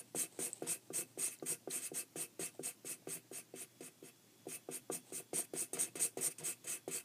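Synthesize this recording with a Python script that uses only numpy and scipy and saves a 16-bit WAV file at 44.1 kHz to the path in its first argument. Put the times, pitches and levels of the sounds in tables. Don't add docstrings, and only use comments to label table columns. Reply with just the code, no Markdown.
import sys
import numpy as np
from scipy import signal
from scipy.fft import rfft, irfft, next_fast_len
from scipy.io import wavfile
from scipy.ndimage import uniform_filter1d, map_coordinates

SR = 44100
rng = np.random.default_rng(int(sys.argv[2]) if len(sys.argv) > 2 else 0)


def generate_wav(signal):
    frames = np.transpose(np.atleast_2d(signal))
    scaled = np.clip(frames, -1, 1) * 32767
    pcm = np.round(scaled).astype(np.int16)
    wavfile.write(sys.argv[1], SR, pcm)


N = 310464

# (frequency [Hz], gain [dB])
PRESSED_COLOUR = [(2650, -20), (4500, -13), (4690, -19), (5200, -12.5), (6790, -2), (7380, -12.5),
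                  (8180, 2), (8650, 1), (9490, -7), (10000, -13), (10900, -6), (12700, -17.5),
                  (15400, -12.5)]
# (frequency [Hz], gain [dB])
EASING_COLOUR = [(2650, -37), (4500, -13.5), (4940, -17.5), (5730, -13.5), (6190, -10), (6590, -16.5),
                 (8920, -4), (10100, -4.5), (11400, -10), (12700, -12), (15400, -15.5)]
# (frequency [Hz], width [Hz], gain [dB])
COLLAR_MODES = [(6700, 700, -4), (10200, 500, 0), (12800, 600, -5)]
# (frequency [Hz], width [Hz], gain [dB])
BARREL_MODES = [(1180, 31, -6), (1438, 35, -7.5), (1574, 26, -6.5), (2105, 470, -7), (2620, 86, -1),
                (3095, 237, -8), (4890, 530, -14)]
# (frequency [Hz], width [Hz], gain [dB])
FREE_BARREL_MODE = (2610, 100, 0)
# (frequency [Hz], width [Hz], gain [dB])
DESK_MODES = [(157.4, 23, 5.5), (254.5, 10.1, 3), (328, 41.3, 2.5), (383.4, 19, 6.5), (468.7, 23, 1.5),
              (533.5, 69, -6.5), (612, 145, -9), (711.7, 66, -5), (937, 82, -16.5)]


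def strokes():
    hiss_gain, buzz_gain, rumble_gain, progress, tip_hz = motion()
    easing = np.clip((progress - 0.35) / 0.24, 0, 1)
    lifting = np.clip((progress - 0.85) / 1.1, 0, 1)

    pressed = patchy(filtered(slips(spiky_db=0.5, lumpy_db=1), colour(PRESSED_COLOUR)), depth_db=3.5)
    light = patchy(filtered(slips(spiky_db=-3.0, lumpy_db=-0.5), colour(EASING_COLOUR)), depth_db=4.5)
    friction = np.sqrt(1 - easing) * pressed + np.sqrt(easing) * light

    collar = unit(filtered(slips(spiky_db=1.5, lumpy_db=2.5), ringing(COLLAR_MODES)))
    faster = (np.abs(hiss_gain) / amp(-38)) ** 0.69
    tip_ring = amp(-1.5) * faster * whistle(tip_hz, width_hz=540) + amp(-10.0) * collar
    hiss = amp(-3.5) * friction + (1 - lifting) * tip_ring

    drag = buzz_gain * slips(spiky_db=-5.5, lumpy_db=1.5)
    barrel = amp(13.5) * filtered(drag, ringing(BARREL_MODES))
    barrel += amp(8.5) * filtered(drag * easing, ringing([FREE_BARREL_MODE]))

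    desk_push = rumble_gain * slips(spiky_db=1.0, lumpy_db=5.5)
    desk = amp(22.5) * filtered(desk_push, lambda f: ringing(DESK_MODES)(f) * (f / 400) ** 0.38)
    return hiss_gain * hiss + barrel + desk


SPEEDING_DB, SLOWING_DB = 6.5, 13.5
BITE_DB_PER_S, LIFT_DB_PER_S = 2006, 611
BUZZ_LIFT_DB_PER_S = 720
BUZZ_FOLLOWS, RUMBLE_FOLLOWS = 0.56, 1
BUZZ_CHANGE_DB, RUMBLE_CHANGE_DB = -1.5, 1.5
BEND_HZ, RING_HZ = 302, 8700
LIGHT_MS = 60
SCUFF_RISE_S, SCUFF_DB_PER_S = 0.0034, 380
CREEP_HISS_DB, CREEP_RUMBLE_DB = -8.5, -3.5
# (start [s], time to top speed [ms], slowing time [ms],
#   hiss [dB], barrel buzz [dB], desk rumble [dB], mid-drag whistle [Hz])
DRAG_EVENTS = [(-0.058, 50, 27.7, -48, -57.5, -60, 8860.0), (0.158, 57, 42.6, -37, -49, -56, 8520),
               (0.39, 59, 45.4, -39.5, -52, -56, 8700), (0.673, 41.1, 48.4, -38, -49, -55.4, 8530),
               (0.937, 54, 40.7, -38, -50.8, -54.5, 8530.0), (1.19, 62.6, 52, -38, -49.5, -58.5, 8620.0),
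               (1.309, 25, 23.4, -47.5, -57.5, -84, 9130), (1.463, 51, 38.3, -38, -50, -55, 8617),
               (1.705, 47, 58, -40, -49.5, -58, 8640.0), (1.819, 44, 23.7, -42, -51.5, -67.5, 8680),
               (1.943, 44, 42, -40.0, -52.1, -58, 8590.0), (2.163, 58, 38, -41.5, -51, -56.5, 8630),
               (2.396, 43, 50, -41.5, -49.5, -58, 8470), (2.634, 31.5, 53, -41, -51.5, -58.5, 8570),
               (2.856, 54, 44, -42.5, -53, -60, 8720), (3.089, 43, 54, -42.5, -52.5, -59.5, 8710),
               (3.33, 45.5, 41, -45, -54, -63, 8830), (3.56, 65, 24.4, -47, -55, -66.5, 8740.0),
               (3.827, 38, 27, -50.5, -58, -68.5, 8700), (4.039, 47.5, 19, -55, -61, -69, 8790.0),
               (4.487, 66.4, 24.7, -44.5, -54.5, -63, 8900), (4.714, 46.3, 26, -43, -53, -58.9, 8800),
               (4.919, 24.5, 44, -40.5, -54.9, -56, 8840), (5.127, 49.5, 36.7, -42.5, -55, -61.5, 8890),
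               (5.34, 45, 44, -37.5, -49.5, -56, 8840), (5.439, 10.3, 11.5, -54, -62, -75, 8860),
               (5.562, 52, 40, -38.5, -52, -58.5, 8830), (5.79, 27.6, 46, -36, -49, -54.5, 8700),
               (5.867, 11, 15.2, -56, -57.5, -67, 8850.0), (6.0, 33.5, 47.5, -34.5, -49, -56.5, 8620),
               (6.212, 57.5, 22, -36, -48.5, -55.5, 8590), (6.302, 15.6, 14, -48, -56.8, -72, 8960),
               (6.441, 39, 54, -38.9, -49, -58.5, 8400.0), (6.672, 40.6, 63, -40, -48.5, -59.5, 8450.0),
               (6.912, 42, 54.6, -40, -50, -58.7, 8180)]


def motion():
    t = np.arange(N) / SR
    power, progress, tip_hz = np.zeros((3, N)), np.zeros(N), np.full(N, float(RING_HZ))
    landed_s = np.array([row[0] for row in LANDING_EVENTS])
    starts_s = np.array([row[0] for row in DRAG_EVENTS])

    for s, up_ms, down_ms, hiss_db, buzz_db, rumble_db, hz in DRAG_EVENTS:
        touch_s = max(landed_s[landed_s < s + 0.005], default=0)
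        near = slice(round(max(touch_s, s - 0.04) * SR), round((s + 0.3) * SR))
        since, up, down = t[near] - s, up_ms / 1000, down_ms / 1000
        arch_db = -SPEEDING_DB * np.clip(1 - since / up, 0, 1) ** 2
        arch_db -= SLOWING_DB * np.clip((since - up) / down, 0, 1) ** 2
        bite_db = BITE_DB_PER_S * np.minimum(since, 0)
        off = np.maximum(since - up - down, 0)
        centred = np.clip(since / (up + down), 0, 1) - 0.5
        levels_db = np.array([
            hiss_db + arch_db - LIFT_DB_PER_S * off,
            buzz_db + BUZZ_FOLLOWS * arch_db - BUZZ_LIFT_DB_PER_S * off + BUZZ_CHANGE_DB * centred,
            rumble_db + RUMBLE_FOLLOWS * arch_db - LIFT_DB_PER_S * off + RUMBLE_CHANGE_DB * centred])
        power[:, near] += amp(levels_db + bite_db) ** 2
        progress[near] = since / (up + down) + 0.5 * (up_ms + down_ms < LIGHT_MS)
        tip_hz[near] = hz + BEND_HZ * centred

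    for s, *_, scuff_db, creep_db in LANDING_EVENTS:
        drag_start_s = starts_s[starts_s > s - 0.005].min()
        near = slice(round(s * SR), round(drag_start_s * SR) + 200)
        since = t[near] - s
        scuff = amp(scuff_db - SCUFF_DB_PER_S * since) * np.clip(since / SCUFF_RISE_S, 0, 1)
        power[0, near] += scuff ** 2
        power[:, near] += amp(creep_db + np.array([[CREEP_HISS_DB], [0], [CREEP_RUMBLE_DB]])) ** 2
        progress[near] = 0

    hiss_gain, buzz_gain, rumble_gain = uniform_filter1d(np.sqrt(power), size=40)
    return hiss_gain, buzz_gain, rumble_gain, progress, tip_hz


def whistle(hz, width_hz):
    def slow_noise():
        return filtered(slips(spiky_db=4.0, lumpy_db=0.0), lambda f: 1 / (1 + 1j * f / width_hz) ** 2)

    phase = 2 * np.pi * np.cumsum(hz) / SR
    return unit(slow_noise() * np.cos(phase) + slow_noise() * np.sin(phase))


def slips(spiky_db, lumpy_db):
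    catches = np.minimum(rng.exponential(size=N), 5)
    size_db = spiky_db * catches + lumpy_db * wobble(350)
    return unit(amp(size_db) * rng.standard_normal(N))


def patchy(x, depth_db):
    z = signal.stft(x, nperseg=256)[2]
    field = uniform_filter1d(rng.standard_normal(z.shape), size=2, axis=0)
    field = uniform_filter1d(field, size=8, axis=1)
    return unit(signal.istft(z * amp(depth_db * unit(field)), nperseg=256)[1][:N])


# (time [s], blow [dB], barrel knock re blow [dB], contact [ms],
#   felt scuff [dB], buzz of the creep before the drag [dB])
LANDING_EVENTS = [(0.147, -35, 19.5, 0.44, -54, -61), (0.389, -33, 16.5, 1.3, -64, -69),
                  (0.621, -32, 13.5, 1.04, -52, -58.5), (0.902, -36.5, 10, 1.17, -72, -75),
                  (1.174, -38.5, 8, 1.16, -57, -63), (1.424, -34, 12.5, 1.2, -59, -69),
                  (1.674, -34.5, 15, 0.86, -67, -67), (1.916, -36.5, 2, 1.36, -72, -76),
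                  (2.157, -37, 15, 1.24, -62, -56), (2.393, -34, 16.5, 1.46, -48, -62),
                  (2.593, -34, 9.5, 1.38, -60, -77), (2.846, -40, 13, 1.6, -60, -71),
                  (3.071, -35.5, 15, 1.12, -58, -59.5), (3.313, -39.5, 10, 1.33, -58, -69),
                  (3.538, -38.5, 8, 1.33, -66, -62.5), (3.806, -37.5, -3, 1.75, -54, -58.5),
                  (4.025, -40.5, -4, 1.76, -72, -67), (4.468, -36, 0, 1.16, -61, -65),
                  (4.687, -35, 13, 0.94, -66, -66), (4.899, -33, 19.5, 0.24, -69, -61),
                  (5.121, -39, 12.5, 1.34, -61, -67), (5.331, -33.5, 9, 0.81, -56, -52.5),
                  (5.535, -31.5, 11, 1.41, -50, -54), (5.731, -37, 3, 1.06, -37, -51),
                  (5.954, -36, 15, 1.39, -41.5, -51), (6.171, -34, -1, 0.82, -44, -52.5),
                  (6.382, -64, 0, 1.35, -44.5, -57), (6.641, -63, 0, 1.5, -49.5, -60.5),
                  (6.877, -33.5, 10, 0.84, -48.5, -56)]


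def landings():
    out = np.zeros(N + SR)
    for s, db, knock_db, contact_ms, *_ in LANDING_EVENTS:
        thump = struck(DESK_MODES, contact_ms, gather_ms=1.5, disperse_ms=7.9, spread_db=1)
        knock = struck(BARREL_MODES, contact_ms=0.52, gather_ms=2.01, disperse_ms=0, spread_db=3.5)
        blow = amp(-35) * thump + amp(knock_db - 58) * knock
        out[round(s * SR):][:len(blow)] += amp(db) * blow
    return out[:N]


MIDDLE_HZ = 500


def struck(modes, contact_ms, gather_ms, disperse_ms, spread_db):
    t = np.arange(SR // 5) / SR
    ring = np.zeros(len(t))
    for hz, width_hz, db in modes:
        lag_cycles = (gather_ms - disperse_ms) * hz + 2 * disperse_ms * np.sqrt(MIDDLE_HZ * hz)
        lag_cycles /= 1000
        swell_ms = gather_ms + 1.5 * disperse_ms * max(MIDDLE_HZ / hz - 1, 0)
        swell = np.sin(np.pi / 2 * np.clip(t * 1000 / swell_ms, 0, 1)) ** 2
        strength = width_hz * amp(db + rng.normal(0, spread_db))
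        decay = np.exp(-np.pi * width_hz * t)
        ring += strength * swell * decay * np.cos(2 * np.pi * (hz * t - lag_cycles))
    push = np.sin(np.pi * np.clip(t[:200] * 1000 / max(contact_ms, 0.2), 0, 1))
    return np.convolve(ring, push / push.sum())[:len(t)]


# (time [s], level [dB], pitch [Hz], main decay to -60 dB [cycles])
TICK_EVENTS = [(0.5311, -22.5, 8080, 50), (0.668, -25, 914, 5.7), (.67, -31, 3700, 7.2),
               (1.366, -35, 4050, 5.3), (1.3883, -26, 7120, 5.9), (1.398, -29, 4000, 5.7),
               (1.398, -36, 2080, 5), (1.711, -28, 4080, 24.5), (2.545, -47, 648, 10.5),
               (3.02, -44, 644, 9.3), (4.454, -39, 650, 9.1)]


def ticks():
    out, t = np.zeros(N + SR), np.arange(SR // 20) / SR
    for s, db, hz, cycles in TICK_EVENTS:
        phase = 2 * np.pi * hz * t + 0.12 * rng.standard_normal(len(t)).cumsum()
        fade = amp(-60 * t * hz / cycles) + 0.077 * amp(-60 * t * hz / (8 * cycles))
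        attack = (1 - np.exp(-t * hz / 1.7)) ** 2
        out[round(s * SR):][:len(t)] += amp(db) * fade * attack * np.sin(phase)
    return out[:N]


# (start [s], length [ms], level [dB])
SLIDE_EVENTS = [(.04, 79, -72), (.29, 300, -59.5), (.535, 97, -63.5), (.81, 90, -72), (1.06, 90, -72),
                (2.29, 76, -79), (2.529, 48, -67), (5.03, 120, -64.5)]
# (frequency [Hz], width [Hz], gain [dB])
SKIN_MODES = [(380, 84, 7), (820, 210, 0), (2570, 1200, -7), (4040, 1400, -6), (8200, 1200, 1.5),
              (9000, 7000, -25)]


def hand():
    t = np.arange(N) / SR
    level = np.zeros(N)
    for s, ms, db in SLIDE_EVENTS:
        level += amp(db) * np.sin(np.pi * np.clip((t - s) * 1000 / ms, 0, 1)) ** 0.74
    return level * unit(filtered(slips(spiky_db=-2.5, lumpy_db=3.0), ringing(SKIN_MODES)))


def echoes(x):
    t = np.arange(SR // 4) / SR
    tail = rng.standard_normal(len(t)) * amp(-60 * t / 0.2)
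    return signal.fftconvolve(x, tail / np.linalg.norm(tail))[:N]


ROOM_DB = -66.5
# (frequency [Hz], gain [dB])
ROOM_COLOUR = [(15, -61), (25, -12), (59, -68), (98, -3.5), (266, 0.5), (330, 0.5), (494, -9.5), (565, -8),
               (780, -11.5), (1370, -15.5), (2830, -14.5), (3330, -15.5), (6340, -13.5), (15400, -18)]


def room():
    noise = patchy(filtered(rng.standard_normal(N), colour(ROOM_COLOUR)), depth_db=1.5)
    return amp(ROOM_DB + 0.28 * wobble(2.89)) * noise + hum() + whine()


# (frequency [Hz], relative level [dB])
HUM_TONES = [(119, -77), (241, -86.5)]


def hum():
    t = np.arange(N) / SR
    out = np.zeros(N)
    for hz, db in HUM_TONES:
        out += amp(db + 2 + 2 * wobble(9)) * np.sin(2 * np.pi * hz * t + 0.9 * wobble(10))
    return out


# (time [s], relative level [dB], frequency [Hz])
WHINE_TRACK = [(3.4, -105, 3355), (3.6, -84, 3362), (3.95, -84, 3388), (5.3, -82, 3386), (5.9, -87, 3386),
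               (6.5, -82, 3384), (7.04, -86, 3375)]


def whine():
    t = np.arange(N) / SR
    s, level_db, pitch_hz = np.transpose(WHINE_TRACK)
    db = np.interp(t, s, level_db, left=-120, right=-120)
    hz = np.interp(t, s, pitch_hz, left=0, right=0)
    phase = 2 * np.pi * np.cumsum(hz) / SR + 0.5 * wobble(10)
    return amp(db + 4 + 1.5 * wobble(10)) * np.sin(phase)


def amp(db):
    return 10 ** (np.asarray(db) / 20)


def unit(x):
    return x / np.sqrt(np.mean(x ** 2) + 1e-20)


def wobble(rate_hz):
    knots = rng.standard_normal(int(N * rate_hz / SR) + 4)
    return map_coordinates(knots, [np.arange(N) * rate_hz / SR])


def filtered(x, response):
    m = next_fast_len(N + SR // 2)
    return irfft(rfft(x, m) * response(np.fft.rfftfreq(m, 1 / SR)), m)[:N]


def colour(points):
    f, db = np.transpose(points)
    return lambda hz: amp(np.interp(np.log(hz + 1), np.log(f + 1), db))


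def ringing(modes):
    def response(f):
        total = 0
        for k, (centre, width, db) in enumerate(modes):
            resonance = 1j * f * width / (centre * centre - f * f + 1j * f * width)
            total = total + (-1) ** k * amp(db) * resonance
        return total
    return response


def scene():
    near = strokes() + landings() + ticks() + hand()
    near = filtered(near, lambda f: (1j * f / 105 / (1 + 1j * f / 105)) ** 2)
    wet = amp(-20) * echoes(near)
    return (near + wet + room())[None]


TOP_HZ = 15300


def record(dry):
    return filtered(dry[0], lambda hz: hz < TOP_HZ)[None]


dry = scene()
out = record(dry)
generate_wav(out)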